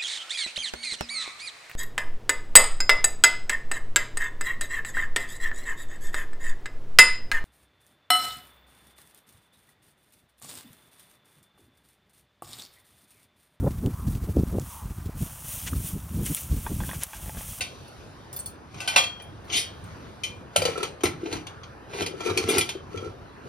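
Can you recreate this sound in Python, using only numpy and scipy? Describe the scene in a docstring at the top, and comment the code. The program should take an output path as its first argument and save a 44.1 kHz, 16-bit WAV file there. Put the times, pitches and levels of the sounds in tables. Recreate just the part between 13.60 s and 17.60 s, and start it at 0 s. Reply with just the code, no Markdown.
"""Someone crawls and steps through dry rice stubble, comes closer and lifts a plastic bucket.
At first wind rumbles and thuds on the microphone, over a faint field hush and a few snapping stalks.
From about 1.6 s the straw, a cloud of tiny cracks, swishes louder; from 2 s bundles crunch.
After 3 s the bucket and its handle knock, and stalks patter along its wall as it is pulled up."""
import sys
import numpy as np
from scipy import signal
from scipy.fft import rfft, irfft
from scipy.io import wavfile
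from scipy.ndimage import uniform_filter1d

SR = 44100
rng = np.random.default_rng(int(sys.argv[2]) if len(sys.argv) > 2 else 0)


def log_audio(samples):
    """Write samples as a 16-bit WAV file to the path given in sys.argv[1]."""
    # one column per channel
    frames = np.atleast_2d(samples).T
    # limit to full scale, then quantise
    limited = np.clip(frames, -1, 1)
    pcm = np.round(limited * 32767).astype(np.int16)
    wavfile.write(sys.argv[1], SR, pcm)


N = 176400
TIME, FREQS = np.arange(N) / SR, np.fft.rfftfreq(N, 1 / SR)
HIT_AGE = TIME[:SR // 20]  # seconds since a hit began

# How hard the straw is brushed. Each row: time in seconds, level in dB.
BRUSHING = [(.42, -55), (.51, -46.5), (.6, -60.5), (.9, -56), (1.1, -44.5), (1.36, -54.5), (1.53, -66),
            (1.63, -40), (1.78, -45.5), (1.92, -38.5), (2.07, -38), (2.14, -45.5), (2.27, -34), (2.36, -49),
            (2.61, -46.5), (2.66, -34.5), (2.79, -38.5), (2.89, -47.5), (3.04, -39.5), (3.16, -46),
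            (3.41, -40), (3.48, -47), (3.68, -45), (3.85, -39)]
# Tone of brushed straw as heard through the microphone, including the microphone's treble peaks
# and dips. Each row: frequency in Hz, gain in dB.
STRAW_MIC_EQ = [(500, 6.5), (1000, -11), (3200, 1), (3800, -6.5), (4900, -8), (6000, -1), (7700, -3.5),
                (8500, 1.5), (9500, 2.5), (10400, -3.5), (11200, 1.5), (12400, -4), (13400, -2.5),
                (14800, -3)]
# Treble tilt on that tone, pivoting at 9 kHz. Each row: time in seconds, slope in dB per octave.
STRAW_TILT = [(.7, 6), (1.1, 2.8), (2.5, 3.5), (3.3, 2.5), (4, 2.5)]
def straw_swish():
    """Stalks slide over each other: tiny cracks in a smooth hiss, with a flickering level."""
    cracks_per_s, spread_db, hiss_share, flicker_db = 5000, 5, 0.59, 2
    edges_hz = np.geomspace(500, 17000, num=12)
    colour, tilt = from_db(at_hz(STRAW_MIC_EQ, FREQS)), in_time(STRAW_TILT)
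    broad_cracks = cracks(cracks_per_s, spread_db)
    tilted, plain = 0, 0
    for low, high in zip(edges_hz, edges_hz[1:]):
        grains = rms_one(broad_cracks + cracks(cracks_per_s / 2, spread_db))
        friction = np.sqrt(1 - hiss_share) * grains + np.sqrt(hiss_share) * rng.standard_normal(N)
        band = irfft(rfft(friction) * colour * ((FREQS >= low) & (FREQS < high)), N)
        octaves = np.log2(np.sqrt(low * high) / 9000)
        tilted += band * from_db(tilt * octaves)
        plain += band
    return tilted / np.std(plain) * from_db(in_time(BRUSHING) + flicker_db * drift(rate_hz=7.3))


# Crunches. Each row: centre in seconds, length in seconds, level in dB.
CRUNCHES = [(2.078, 0.022, -33), (2.669, 0.019, -36.5), (2.776, 0.015, -37), (3.349, 0.025, -44),
            (3.43, 0.028, -36), (3.555, 0.065, -47.5), (3.788, 0.018, -45)]
# Tone of crushed stalks. Each row: frequency in Hz, gain in dB.
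CRUNCH_EQ = [(900, 2), (1500, 9), (3000, 11.5), (4500, 2.5), (6500, 9.5), (16000, -8)]
def straw_crunches():
    """Bundles crushed under a hand, a foot or the bucket give short, lower clusters of cracks."""
    pressure = sum(from_db(db) * swell(TIME - s, length) for s, length, db in CRUNCHES)
    crackle = coloured(cracks(per_s=1500, spread_db=2.5), CRUNCH_EQ)
    return pressure * evened(crackle, span_s=0.0024)


# Single stalks breaking. Each row: start in seconds, relative peak in dB, stalk pitch in Hz.
SNAPS = [(0.2619, -26, 3230), (0.552, -31, 2600), (0.9978, -27, 7000), (2.6537, -26, 10000),
         (2.6641, -13, 9100), (2.748, -10.5, 10800), (3.3015, -28, 2860), (3.435, -8.5, 10460)]
# Tone of a snap. Each row: frequency in Hz, gain in dB.
SNAP_EQ = [(800, -45), (3000, 0.5), (11000, -4.5)]
def stalk_snaps():
    """A sharp break, then a few milliseconds of splintering, ringing at the stalk's own pitch."""
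    break_s, splinter_s, splinter_db, ring_db, trim_db = 0.00044, 0.0062, -20.5, 15.5, 0.5
    out, hz = np.zeros(N + SR), np.fft.rfftfreq(len(HIT_AGE), 1 / SR)
    decay = np.exp(-HIT_AGE / break_s) + from_db(splinter_db) * np.exp(-HIT_AGE / splinter_s)
    for s, db, pitch in SNAPS:
        burst = rng.standard_normal(len(decay)) * decay
        resonance_db = ring_db * swell(np.log2((hz + 1) / pitch), width=0.58)
        crack = irfft(rfft(burst) * from_db(at_hz(SNAP_EQ, hz) + resonance_db))[:len(burst) // 2]
        start = int(s * SR)
        out[start:start + len(crack)] += from_db(db + trim_db) * crack / np.abs(crack).max()
    return out[:N]


def stalk_ticks():
    """Bent stalks let go here and there with a small tick, louder while the straw is brushed."""
    splinter = rng.standard_normal(len(HIT_AGE)) * np.exp(-HIT_AGE / 0.0023)
    ticks = signal.fftconvolve(cracks(per_s=40, spread_db=1.6), splinter)[:N]
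    brushing_db = in_time(BRUSHING)
    return coloured(ticks, STRAW_MIC_EQ) * from_db(-59 + .5 * (brushing_db - brushing_db.mean()))


# The bucket's modes. Each row: frequency in Hz, relative level in dB, seconds to fall by 60 dB.
BUCKET_MODES = [(613, 0, 0.0093), (860, -5, 0.053), (1040, -1.5, 0.015), (1590, -2.5, 0.019),
                (1886, -2, 0.01), (2530, -4, 0.011), (3400, -6.5, .018)]
def bucket_ring(contact_hz):
    """The plastic rings briefly; each contact favours nearby modes and varies their strengths."""
    out = 0
    for k, (hz, db, t60) in enumerate(BUCKET_MODES):
        focus_db = 6.5 * swell(np.log2(hz / contact_hz), width=0.57)
        decay = from_db(db + focus_db + rng.normal(0, 2) - 60 * HIT_AGE / t60)
        out += (-1) ** k * decay * np.sin(2 * np.pi * hz * HIT_AGE)
    return out


# Bucket and handle hits. Each row: start in seconds, relative peak in dB, favoured frequency in Hz.
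KNOCKS = [(3.0645, -18.5, 1100), (3.203, -23, 1300), (3.2355, -25, 1670), (3.291, -21, 1170),
          (3.313, -23, 1860), (3.332, -24.5, 1210), (3.428, -30, 1090), (3.532, -27.5, 1380),
          (3.771, -28.5, 617)]
def bucket():
    """Gritty knocks on the wall, and stalks that patter along it while it is pulled up."""
    drag_at_s, drag_length_s, drag_db = 3.68, 0.22, -46
    grit, contact_s, trim_db = 0.061, 0.011, -4.5
    touches = cracks(per_s=160, spread_db=6)
    patter = signal.fftconvolve(touches, bucket_ring(BUCKET_MODES[0][0]))[:N]
    out = from_db(drag_db) * rms_one(patter) * swell(TIME - drag_at_s, drag_length_s)
    for s, db, hz in KNOCKS:
        contact = grit * rng.standard_normal(len(HIT_AGE)) * np.exp(-HIT_AGE / contact_s)
        contact[0] += 1  # the clean attack
        knock = signal.fftconvolve(contact, bucket_ring(hz))
        knock *= from_db(db + trim_db) / np.abs(knock).max()
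        start = int(s * SR)
        out[start:start + len(knock)] += knock[:N - start]
    return out


# Push of the wind. Each row: time in seconds, level in dB.
WIND_PUSH = [(0, -30), (.15, -32.5), (1, -32), (1.08, -44.5), (1.64, -36.5), (1.78, -50), (2.08, -37.5),
             (2.6, -33), (2.78, -48.5), (2.9, -32.5), (3.36, -36), (3.48, -53), (3.78, -34.5), (4, -51)]
# Tone of the rumble. Each row: frequency in Hz, gain in dB.
RUMBLE_EQ = [(20, -47), (40, -3.5), (70, -0.5), (110, -5), (200, -11), (400, -28.5), (900, -49.5)]
def wind_rumble():
    """Lumpy, low pressure noise on the microphone, with a ragged flutter of small eddies on top."""
    lump_db, swing_db, flutter_db, rate_hz = 5.5, 8.5, -9.5, 21
    rumble = evened(coloured(rng.standard_normal(N), RUMBLE_EQ), span_s=0.24)
    rumble *= from_db(lump_db * drift(rate_hz))
    turbulence = irfft(rfft(rng.standard_normal(N)) * eddy_colour(FREQS, edge_hz=131), N)
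    flutter = rms_one(turbulence * from_db(swing_db * np.minimum(drift(rate_hz), 2)))
    return (rumble + from_db(flutter_db) * flutter) * from_db(in_time(WIND_PUSH))


# Flaps of wind. Each row: centre in seconds, length in seconds, relative level in dB, top edge in Hz.
EDDIES = [(0.043, 0.033, -22, 310), (.074, 0.017, -19.5, 517), (0.261, 0.052, -22.5, 268),
          (.478, 0.026, -24.5, 158), (0.691, 0.026, -31.5, 352), (0.786, 0.046, -21.5, 276),
          (0.95, 0.048, -28, 322), (1.495, 0.0079, -29.5, 410), (1.629, 0.017, -27, 213),
          (2.134, 0.015, -25.5, 220), (2.362, 0.028, -31, 256), (2.599, 0.1, -28.5, 232),
          (2.709, 0.026, -27, 236), (3.115, 0.022, -26, 263)]
def wind_eddies():
    """Each eddy hits the microphone as a short flap of turbulence; faster ones reach higher in pitch."""
    out, size, trim_db = np.zeros(N + SR), SR // 5, 1
    t, hz = (np.arange(size) - size // 2) / SR, np.fft.rfftfreq(size, 1 / SR)
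    for s, length, db, edge_hz in EDDIES:
        phases = np.exp(2j * np.pi * rng.random(len(hz)))
        turbulence = irfft(eddy_colour(hz, edge_hz) * phases, size)
        start = int(s * SR)
        out[start:start + size] += from_db(db + trim_db) * shaped(turbulence, swell(t, length))
    return out[size // 2:size // 2 + N]


def eddy_colour(hz, edge_hz):
    """Turbulence falls gently from its low hump, then steeply above its edge."""
    hump = hz / np.hypot(hz, 57.5) ** 1.29
    return hump / np.hypot(1, (hz / edge_hz) ** 2.88)


# Thuds of air on the microphone. Each row: centre in seconds, strength in dB, pitch in Hz.
BUFFETS = [(0.7699, -7.5, 240), (0.8351, -13, 200), (0.9853, -13.5, 307), (2.613, -18.5, 183)]
def wind_buffets():
    """A compact vortex passes: one swing of pressure, shorter when its pitch is higher."""
    return sum(from_db(db) * np.imag((1 - 2.4j * hz * (TIME - s)) ** -3.6) for s, db, hz in BUFFETS)


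# Two soft swells and a tap. Each row: centre in seconds, length in seconds, level in dB, pitch in Hz.
HOLLOWS = [(0.405, 0.11, -50.5, 1090), (1.17, 0.12, -47, 990), (2.134, 0.0038, -34, 1280)]
def hollow_sounds():
    """Short, hollow swells of noise in a narrow band near 1 kHz."""
    out = np.zeros(N)
    for s, length, db, hz in HOLLOWS:
        band = swell(np.log2((FREQS + 1) / hz), width=0.55)
        noise = irfft(rfft(rng.standard_normal(N)) * band, N)
        out += from_db(db) * shaped(noise, swell(TIME - s, length))
    return out


# Tone of the background bed. Each row: frequency in Hz, gain in dB.
FIELD_EQ = [(400, -14), (650, -1.5), (1150, 1), (2000, -9.5), (3800, -17), (16000, -13.5)]
def field_hush():
    """The far, soft hush of open country, wavering slightly."""
    return coloured(rng.standard_normal(N), FIELD_EQ) * from_db(-52.5 + 1.73 * drift(rate_hz=39))


def from_db(db):
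    """Decibels to gain."""
    return 10 ** (np.asarray(db) / 20)


def rms_one(x):
    """Scale to unit rms."""
    return x / np.sqrt(np.mean(x ** 2) + 1e-20)


def in_time(rows):
    """Join (seconds, value) rows by straight lines."""
    return np.interp(TIME, *np.transpose(rows))


def at_hz(eq, hz):
    """Read an EQ curve in dB on a log-frequency axis."""
    points_hz, gains_db = np.transpose(eq)
    return np.interp(np.log(hz + 1e-9), np.log(points_hz), gains_db)


def coloured(x, eq):
    """Filter a full-length signal through an EQ curve; unit rms."""
    return rms_one(irfft(rfft(x) * from_db(at_hz(eq, FREQS)), N))


def drift(rate_hz):
    """Smooth random motion with spread 1."""
    return rms_one(irfft(rfft(rng.standard_normal(N)) / (1 + (FREQS / rate_hz) ** 2), N))


def evened(x, span_s):
    """Hold the short-term level of a noise at 1."""
    size = int(span_s * SR)
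    power = uniform_filter1d(uniform_filter1d(x ** 2, size), size)
    return x / np.sqrt(np.abs(power) + 1e-9)


def swell(x, width):
    """A bell around x = 0; width is taken at half height, in seconds or octaves like x."""
    return .5 ** ((2 * x / width) ** 2)


def shaped(noise, envelope):
    """Put an envelope on a noise; the result has the envelope's rms."""
    return rms_one(noise * envelope) * np.sqrt(np.mean(envelope ** 2))


def cracks(per_s, spread_db):
    """Random clicks, many small and a few large; unit rms."""
    sizes = from_db(spread_db * np.minimum(rng.exponential(1, N), 5)) * rng.choice([-1, 1], N)
    return rms_one(sizes * (rng.random(N) < per_s / SR))


def scene():
    """Everything reaches one microphone, the same in both channels."""
    foley = straw_swish() + straw_crunches() + stalk_snaps() + stalk_ticks() + bucket()
    wind = wind_rumble() + wind_eddies() + wind_buffets()
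    mono = foley + wind + hollow_sounds() + field_hush()
    return np.array([mono, mono])


def record(dry):
    """A low cut at 31 Hz and a steep high cut at 15.85 kHz."""
    low_cut = signal.butter(2, 31, "high", fs=SR, output="sos")
    high_cut = signal.firwin(255, 15850, fs=SR)
    return signal.fftconvolve(signal.sosfilt(low_cut, dry), high_cut[None], mode="same", axes=1)


dry = scene()
out = record(dry)
log_audio(out)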